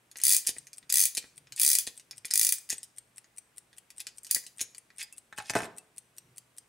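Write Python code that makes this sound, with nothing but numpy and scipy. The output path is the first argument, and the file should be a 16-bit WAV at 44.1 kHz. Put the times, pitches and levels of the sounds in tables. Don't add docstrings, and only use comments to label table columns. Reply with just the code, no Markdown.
import sys
import numpy as np
from scipy import signal
from scipy.fft import rfft, irfft
from scipy.io import wavfile
from scipy.ndimage import uniform_filter1d, minimum_filter1d

SR = 44100
rng = np.random.default_rng(int(sys.argv[2]) if len(sys.argv) > 2 else 0)


def materialize(psi):
    bounded = np.clip(np.atleast_2d(psi).T, -1, 1)
    quanta = np.round(bounded * 32767).astype(np.int16)
    wavfile.write(sys.argv[1], SR, quanta)


N = 294588
TIME = np.arange(N) / SR


def undb(db):
    return 10 ** (np.asarray(db) / 20)


def unit(x):
    return x / np.sqrt(np.sum(x ** 2, axis=-1, keepdims=True))


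def add(track, s, sound):
    start = max(int(s * SR), 0)
    part = track[..., start:start + sound.shape[-1]]
    part += sound[..., :part.shape[-1]]


def through(x, response):
    return signal.fftconvolve(np.atleast_2d(x), np.atleast_2d(response), axes=-1)[:, :N]


def colour(points, size=4096):
    hz, db = np.transpose(points)
    bins = np.maximum(np.arange(size // 2 + 1) * SR / size, 1)
    magnitude = undb(np.interp(np.log(bins), np.log(hz), db))
    cepstrum = irfft(np.log(magnitude))
    cepstrum[1:size // 2] *= 2
    cepstrum[size // 2 + 1:] = 0
    return unit(irfft(np.exp(rfft(cepstrum))))


def pan(db):
    return undb(np.array([[db], [-db]]) / 2)


def stereo_noise(count, width):
    mid, side = rng.standard_normal((2, count))
    return np.array([mid + width * side, mid - width * side]) / np.hypot(1, width)


def tail(t60, width):
    t = TIME[:SR // 2]
    decay = np.exp(-np.log(1000) * t / t60)
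    onset = 1 - np.exp(-t / 0.0029)
    return unit(stereo_noise(len(t), width) * decay * onset)


def body(blows, points, modes, dense_db, t60, width):
    t = TIME[:SR // 2]
    response = undb(dense_db) * tail(t60, width)
    response[:, 0] += 1
    for hz, width_hz, db in modes:
        damping = np.pi * width_hz
        ringing = np.exp(-damping * t) * np.cos(2 * np.pi * hz * t)
        response += undb(db) * 2 * damping / SR * ringing
    return through(through(blows, response), colour(points))


def contact(rise, tilt_db=0, size=2048):
    u = TIME[:size] / rise
    envelope = (u * np.exp(1 - u)) ** 2
    hz = np.arange(size // 2 + 1) * SR / size
    octaves = np.log2(np.clip(hz, 2000, 11000) / 7000)
    chatter = irfft(rfft(rng.standard_normal(size)) * undb(tilt_db * octaves))
    return unit(chatter * envelope) * np.sqrt(np.sum(envelope ** 2))


def knocks(table, rise):
    track = np.zeros(N)
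    for s, db, tilt_db in table:
        add(track, s - rise, undb(db) * contact(rise, tilt_db))
    return track


# (frequency [Hz], level [dB])
AIR_SPECTRUM = [(15, -39), (25, -9), (70, -6), (117, -7.5), (166, -3), (714, -8.5), (2550, -11.5),
                (4490, -19), (6920, -18.5), (8360, -14.5), (16000, -26)]
MOTOR_HZ, MOTOR_DB = 121.5, -81.5


def room_tone():
    air = through(stereo_noise(N, width=0.65), colour(AIR_SPECTRUM))
    waver = np.interp(TIME, np.linspace(0, N / SR, 40), rng.standard_normal(40))
    hum = np.sqrt(2) * (1 + .25 * waver) * np.sin(2 * np.pi * MOTOR_HZ * TIME + .6 * waver)
    return undb(-68.5) * air + undb(MOTOR_DB) * hum


# (start [s], end [s])
HANDLING_SPELLS = [(0, 2.85), (3.85, 4.95)]
RATTLE_GAP_S = .17
RATTLE_DB, RATTLE_SCATTER_DB, RATTLE_TILT_DB = -46.5, 3, -7.5


def rattles():
    slots = np.concatenate([np.arange(start, end, RATTLE_GAP_S) for start, end in HANDLING_SPELLS])
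    chance = rng.uniform(-0.79, 1, (len(slots), 3))
    rows = []
    for s, (when, force, dull) in zip(slots, chance):
        moment = s + RATTLE_GAP_S * (1 + when) / 2
        rows.append((moment, RATTLE_DB + RATTLE_SCATTER_DB * force, RATTLE_TILT_DB * (1 + dull)))
    return rows


# (time [s], level [dB], tilt [dB per octave])
KEY_KNOCKS = [(0.1579, -35.5, -11), (0.1707, -36, 6), (0.2014, -38.5, -4.5), (0.216, -34.5, 2.5),
              (0.4714, -17, 6), (0.566, -41, -21), (0.732, -42, -1.5), (0.9007, -25, 0),
              (1.1503, -30.5, 0.5), (1.242, -41.5, -19.5), (1.5228, -35.5, -4), (1.5631, -36, 5.5),
              (1.5913, -31.5, 15), (2.1109, -37, -5), (2.248, -32, -11), (2.2541, -31.5, 3.5),
              (2.3107, -25.5, -1.5), (2.6913, -38, 0), (2.7029, -22.5, 0.5), (2.8316, -36.5, 4),
              (3.2441, -51, -9.5), (3.73, -49.5, -9.5), (4.0032, -32.5, 3), (4.069, -32.5, -4.5),
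              (4.2333, -44.5, 8), (4.2476, -40.5, 0), (4.268, -40.5, -0.5), (4.4659, -38.5, -2),
              (4.62, -30, 24)]
# (seated [s], level [dB], tilt [dB per octave], jolt [dB], sliding back [s])
PAWL_CATCHES = [(0.4915, -23, -0.5, -48, .028), (1.1771, -22.5, -0.5, -50.5, .012),
                (1.8746, -29.5, -3.5, -50.5, .009), (2.7286, -29.5, 1.5, -50, .03),
                (4.3654, -29, -43, -57.5, .005), (4.6134, -24.5, 1, -51, .022)]
# (frequency [Hz], level [dB])
KNOCK_SPECTRUM = [(40, -32), (300, -30.5), (1200, -25.5), (1800, -14.5), (3000, -12.5), (4700, -6),
                  (7000, -3.5), (9600, -2.5), (11000, -9.5), (13000, -14.5), (16000, -26.5)]
# (frequency [Hz], bandwidth [Hz], lift [dB])
STEEL_PLATE_MODES = [(1947, 45, 11), (2396, 38, 8.5), (2474, 50, 6), (3430, 33, 9), (4550, 110, 2.5),
                     (4850, 77, 6), (6300, 110, 0.5), (8650, 30, -7), (7800, 120, -15.5), (9680, 120, -8),
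                     (9900, 720, -0.5), (11500, 340, 3), (15600, 22, -10)]
HARD_KNOCK_DB = -28
TOUCH_S, TOUCH_DB = 0.0041, -10
GRAZE_S, GRAZE_DB = 0.0058, -4.5


def clacks():
    touches = [(s - TOUCH_S, db + TOUCH_DB, tilt_db) for s, db, tilt_db in KEY_KNOCKS if db > HARD_KNOCK_DB]
    grazes = [(s - GRAZE_S, db + GRAZE_DB, tilt_db) for s, db, tilt_db, _, _ in PAWL_CATCHES]
    seats = [(s, db, tilt_db) for s, db, tilt_db, _, _ in PAWL_CATCHES]
    blows = knocks(touches + KEY_KNOCKS + grazes + seats + rattles(), rise=.0009)
    plates = body(blows, KNOCK_SPECTRUM, STEEL_PLATE_MODES, dense_db=2.0, t60=0.063, width=0.4)
    return pan(.8) * plates


KNOCK_JOLT_DB, DULL_JOLT_DB = -41, 1.22


def jolts(push_s=0.00068):
    pushes = np.zeros(N)
    from_pawl = [(s, jolt_db) for s, _, _, jolt_db, _ in PAWL_CATCHES]
    from_key = [(s, db + KNOCK_JOLT_DB - DULL_JOLT_DB * tilt_db) for s, db, tilt_db in KEY_KNOCKS]
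    for s, db in from_pawl + from_key:
        add(pushes, s, undb(db) * np.exp(-TIME[:256] / push_s))
    # (frequency [Hz], level [dB])
    dull = [(25, -15), (70, -7.5), (150, -5), (400, -1.0), (800, -1), (1200, -8), (3000, -22.0), (16000, -43)]
    return undb(4.5) * body(pushes, dull, [], dense_db=-7, t60=0.069, width=0.056)


# (lead before the drop [s], level [dB], rise [s])
BEAT_CONTACTS = [(.0195, -18, .0011), (.0095, -11.5, .0013), (0, 0, .0014)]
# (time [s], lead [s])
BEAT_DRIFT = [(.2, -.002), (.9, 0), (1.4, .0045), (2.0, .005), (2.4, 0)]
# (time [s], level [dB], left minus right [dB], bare click relative to the beat [dB])
ESCAPEMENT_FACING = [(.2, -38.5, 4, -17), (1.9, -42.5, 3, -17), (3.0, -38.5, 4, -15),
                     (4.801, -43, 4.5, -14), (5.4, -40.5, 4, -11.5), (5.8, -37, 2.5, -23),
                     (6.15, -39, 2.5, -4), (6.55, -39, 2, -6)]
# (frequency [Hz], level [dB])
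TICK_SPECTRUM = [(100, -41.5), (1100, -24), (2000, -10), (4000, -10.5), (6500, -8.5), (8300, -0.5),
                 (10000, 2), (11000, -8), (12500, -15), (16000, -16)]
# (frequency [Hz], bandwidth [Hz], lift [dB])
PLATFORM_MODES = [(2650, 20, 0), (5650, 70, 4), (5950, 80, 3), (8110, 65, 16), (8580, 90, 14),
                  (10150, 150, -3), (13150, 220, 4)]
# (frequency [Hz], level [dB])
SNAP_SPECTRUM = [(100, -37), (1500, -21), (4000, -7), (6000, 0.5), (9000, -5.5), (13000, -2),
                 (16000, -11.5)]
FIRST_BEAT_S, BEAT_S, OUT_OF_BEAT_S = .1835, .2, .0014
BEAT_SCATTER_DB = 0.3


def escapement(dense_db=-6):
    blows, snaps = np.zeros((2, N)), np.zeros(N)
    facing_s, *facing = np.transpose(ESCAPEMENT_FACING)
    for k, due in enumerate(np.arange(FIRST_BEAT_S, N / SR, BEAT_S)):
        lead = np.interp(due, *np.transpose(BEAT_DRIFT))
        s = due - OUT_OF_BEAT_S * (k % 2) - lead
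        db, pan_db, snap_db = (np.interp(s, facing_s, column) for column in facing)
        db = db + BEAT_SCATTER_DB * rng.standard_normal()
        spacing = 1 + 0.072 * rng.standard_normal()
        for early_s, part_db, rise in BEAT_CONTACTS:
            add(blows, s - early_s * spacing - rise, undb(db + part_db) * pan(pan_db) * contact(rise))
        add(snaps, s - rise, undb(db + snap_db) * contact(rise))
    platform = undb(-1) * body(blows, TICK_SPECTRUM, PLATFORM_MODES, dense_db, t60=0.035, width=0.22)
    return platform + through(snaps, colour(SNAP_SPECTRUM))


# (first click [s], teeth [count], starting, top and final rate [teeth per s], share spent speeding up [0-1])
KEY_TURNS = [(.2374, 11, 64.5, 108.1, 35.85, .59), (.9251, 11, 60.3, 102.8, 50, .5),
             (1.5986, 12, 56.7, 82.1, 18.46, .492), (2.3379, 10, 51.1, 57.7, 23, .532),
             (4.312, 2, 27.8, 27.8, 27.8, .5)]


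def tooth_times():
    times = []
    for start, teeth, first, top, last, crest in KEY_TURNS:
        turned = (np.arange(teeth - 1) + .5) / (teeth - 1)
        gathering = first + (top - first) * (turned / crest) ** 2
        braking = top - (top - last) * ((turned - crest) / (1 - crest)) ** 2
        rate = np.where(turned < crest, gathering, braking)
        times.extend(start + np.append(0, np.cumsum(1 / rate)))
    return times


# (start [s], end [s], level [dB])
KEY_SLIDES = [(1.569, 1.588, -44.5), (3.995, 4.011, -44), (4.989, 5.019, -40), (5.362, 5.425, -55),
              (5.44, 5.504, -52.5)]
# (frequency [Hz], bandwidth [Hz], lift [dB])
FREE_KEY_MODES = [(841, 17, 24), (1060, 50, 0.5), (1777, 14, 1.6), (2570, 75, 6.5), (3530, 27, 2),
                  (5070, 41, 8), (6000, 31, 1.5), (8360, 40, 2.5), (9540, 60, 8.5)]
RIDE_UP_S, RIDE_UP_DB = 0.019, -49
SLIDE_BACK_DB = -43


def slides(grain_db=5):
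    grains = np.zeros(N)
    easing_back = [(s - length, s, SLIDE_BACK_DB) for s, _, _, _, length in PAWL_CATCHES]
    riding_up = [(turn[0] - RIDE_UP_S, turn[0], RIDE_UP_DB) for turn in KEY_TURNS]
    for start, end, db in KEY_SLIDES + easing_back + riding_up:
        count = max(int((end - start) * SR), 64)
        catches = np.repeat(undb(grain_db * rng.standard_normal(count // 64 + 1)), 64)[:count]
        pressure = np.linspace(.4, 1, count)
        rubbing = unit(rng.standard_normal(count) * catches * pressure)
        add(grains, start, undb(db) * np.sqrt(count) * rubbing)
    # (frequency [Hz], level [dB])
    rasp = [(100, -21.0), (700, -27.0), (1300, -13), (1900, 5.5), (3500, 1.5), (6000, 3), (10000, -0.5),
            (16000, -23.5)]
    return undb(-2.5) * body(grains, rasp, FREE_KEY_MODES, dense_db=-1.5, t60=0.058, width=.35)


# (frequency [Hz], level [dB])
PAWL_SPECTRUM = [(40, -35.5), (180, -27), (600, -32), (1200, -29.5), (1800, -18.5), (3000, -14.5),
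                 (4500, -7.5), (7500, -0.5), (9800, 2.5), (10800, -2.5), (13000, -7.5), (16000, 0)]
TOOTH_DB, TOOTH_SCATTER_DB = -11, 1.0


def ratchet(slip_s=.0011, slip_db=-12, buzz_t60=0.14):
    rise, buzz_db = .00075, -17.5
    blows = np.zeros(N)
    t = TIME[:4096]
    for s in tooth_times():
        db = TOOTH_DB + TOOTH_SCATTER_DB * rng.standard_normal()
        add(blows, s - rise - slip_s, undb(db + slip_db) * contact(rise))
        add(blows, s - rise, undb(db) * contact(rise))
        flutter = np.repeat(undb(2 * rng.standard_normal(len(t) // 32)), 32)
        buzz = flutter * rng.standard_normal(len(t)) * np.exp(-np.log(1000) * t / buzz_t60)
        add(blows, s, undb(db + buzz_db) * buzz)
    plates = body(blows, PAWL_SPECTRUM, STEEL_PLATE_MODES, dense_db=-7, t60=.085, width=1.2)
    return undb(0.67) * pan(1.4) * plates


# (middle [s], spread [s], level [dB])
GRIP_SHIFTS = [(.60, .04, -70), (.835, .012, -66), (1.40, .06, -67), (1.52, .02, -66), (2.15, .06, -70),
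               (6.3, .07, -66)]


def fingers():
    pressure = sum(undb(db) * np.exp(-.5 * ((TIME - s) / spread) ** 2) for s, spread, db in GRIP_SHIFTS)
    # (frequency [Hz], level [dB])
    soft = [(30, -16.5), (90, -4.0), (140, 8.5), (200, -8.0), (300, -6.0), (700, -25.5), (3000, -26),
            (16000, -35.0)]
    return through(pressure * rng.standard_normal(N), colour(soft))


# (time [s], pitch [Hz], level [dB], decay by 60 dB [s])
THIN_PART_RINGS = [(.901, 4980, -30, .07), (2.31, 5000, -35, .06), (2.317, 5000, -34, .06),
                   (4.984, 2650, -57, .11), (5.013, 1830, -43, .09), (5.029, 4930, -39, .08),
                   (5.126, 2650, -52, .11), (5.405, 780, -47, .16), (5.784, 2650, -58, .16)]


def pings():
    rings, t = np.zeros(N), TIME[:SR // 3]
    for s, hz, db, t60 in THIN_PART_RINGS:
        add(rings, s, undb(db) * np.sin(2 * np.pi * hz * t) * np.exp(-np.log(1000) * t / t60))
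    return rings


def bounces(timing, force):
    start, count, gap, ratio = timing
    clink_db, tilt_db, thud_db, fall_db = force
    rows = []
    for k in range(count):
        s = start + gap * (1 - ratio ** k) / (1 - ratio)
        rows.append((s, clink_db - k * fall_db, tilt_db, thud_db - k * fall_db))
    return rows


# (time [s], clink [dB], tilt [dB per octave], thud of the bench [dB])
LOOSE_KEY_TOUCHES = [(5.0286, -30, 5, -90), (5.1261, -43, 7.5, -90), (5.3267, -45.5, -6, -32),
                     (5.3785, -38.5, -1.5, -35), (5.3854, -34.5, -4.5, -19.5), (5.4019, -39.5, -11, -29),
                     (5.4977, -27.5, -4.5, -22), (5.505, -30.5, 5.5, -12.5), (5.5363, -37.5, -5, -18),
                     (5.5524, -29, 1, -14)]
# (start [s], bounces [count], first gap [s], ratio of each gap to the last)
DRUMMING_TIMING = (5.555, 5, .004, .8)
ROCKING_TIMING = (5.571, 7, .018, .9)
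# (clink [dB], tilt [dB per octave], thud [dB], fall from each bounce to the next [dB])
DRUMMING_LEVELS = (-37, -4, 1.5, 0.5)
ROCKING_LEVELS = (-33.5, -3, -11.5, 1.5)


def key_touches():
    drumming = bounces(DRUMMING_TIMING, DRUMMING_LEVELS)
    rocking = bounces(ROCKING_TIMING, ROCKING_LEVELS)
    return LOOSE_KEY_TOUCHES + drumming + rocking


# (frequency [Hz], level [dB])
KEY_SPECTRUM = [(100, -10.5), (600, -24), (1500, 4.5), (3000, -3), (5000, -4), (9000, 1.5), (11000, -5),
                (16000, -21.5)]


def key():
    touches = [(s, db, tilt_db) for s, db, tilt_db, _ in key_touches()]
    blows = knocks(touches, rise=0.00063)
    return undb(3.0) * body(blows, KEY_SPECTRUM, FREE_KEY_MODES, dense_db=1, t60=0.046, width=0.49)


# (frequency [Hz], level [dB])
BENCH_SPECTRUM = [(30, -37), (60, -16), (120, -1), (200, 3), (300, -3), (420, -1), (520, -7.5), (680, 1.5),
                  (900, -5.5), (1600, -9.5), (2100, -22), (4000, -26), (16000, -65)]
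# (frequency [Hz], bandwidth [Hz], lift [dB])
BOARD_MODES = [(115.4, 9.2, 5.5), (200, 17, -15.5), (408, 21, -20), (604, 40, 4), (682, 24, -5.5),
               (868, 22, -3.5), (1480, 150, -3)]


def bench():
    blows = np.zeros(N)
    for s, _, _, db in key_touches():
        add(blows, s, undb([db]))
    board = body(blows, BENCH_SPECTRUM, BOARD_MODES, dense_db=-7.5, t60=0.47, width=0.27)
    return undb(-3.0) * pan(-.7) * board


def room(x, split_hz=6500):
    low_pass = signal.butter(2, split_hz, fs=SR, output="sos")
    high_pass = signal.butter(2, split_hz, "high", fs=SR, output="sos")
    low = signal.sosfilt(low_pass, tail(t60=0.37, width=0.35))
    high = signal.sosfilt(high_pass, tail(t60=0.44, width=0.42))
    walls = np.pad(undb(-13.5) * low + undb(-25.5) * high, ((0, 0), (int(.005 * SR), 0)))
    return through(x, walls)


def scene():
    winding = clacks() + jolts() + escapement() + slides() + ratchet() + fingers()
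    near = winding + pings() + key() + bench()
    return near + room(near) + room_tone()


# (frequency [Hz], gain of the side part [dB])
PORT_SIDE_GAIN = [(60, -11), (150, -11.5), (400, -1.5), (2000, 1.5), (5000, -1), (8500, -0.5), (12000, -7),
                  (16000, -12.5)]


def ports(x):
    hz, db = np.transpose(PORT_SIDE_GAIN)
    bins = np.maximum(np.arange(N // 2 + 1) * SR / N, 1)
    mid, side = (x[0] + x[1]) / 2, (x[0] - x[1]) / 2
    side = irfft(rfft(side) * undb(np.interp(np.log(bins), np.log(hz), db)), N)
    return np.array([mid + side, mid - side])


def record(dry, size=25):
    ceiling, top_hz = .48, 15720
    heard = signal.sosfilt(signal.butter(2, 36, "high", fs=SR, output="sos"), ports(dry))
    needed = np.minimum(1, ceiling / (np.abs(heard).max(axis=0) + 1e-9))
    gain = uniform_filter1d(minimum_filter1d(needed, size), size)
    return signal.sosfilt(signal.ellip(10, .2, 70, top_hz, fs=SR, output="sos"), heard * gain)


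dry = scene()
out = record(dry)
materialize(out)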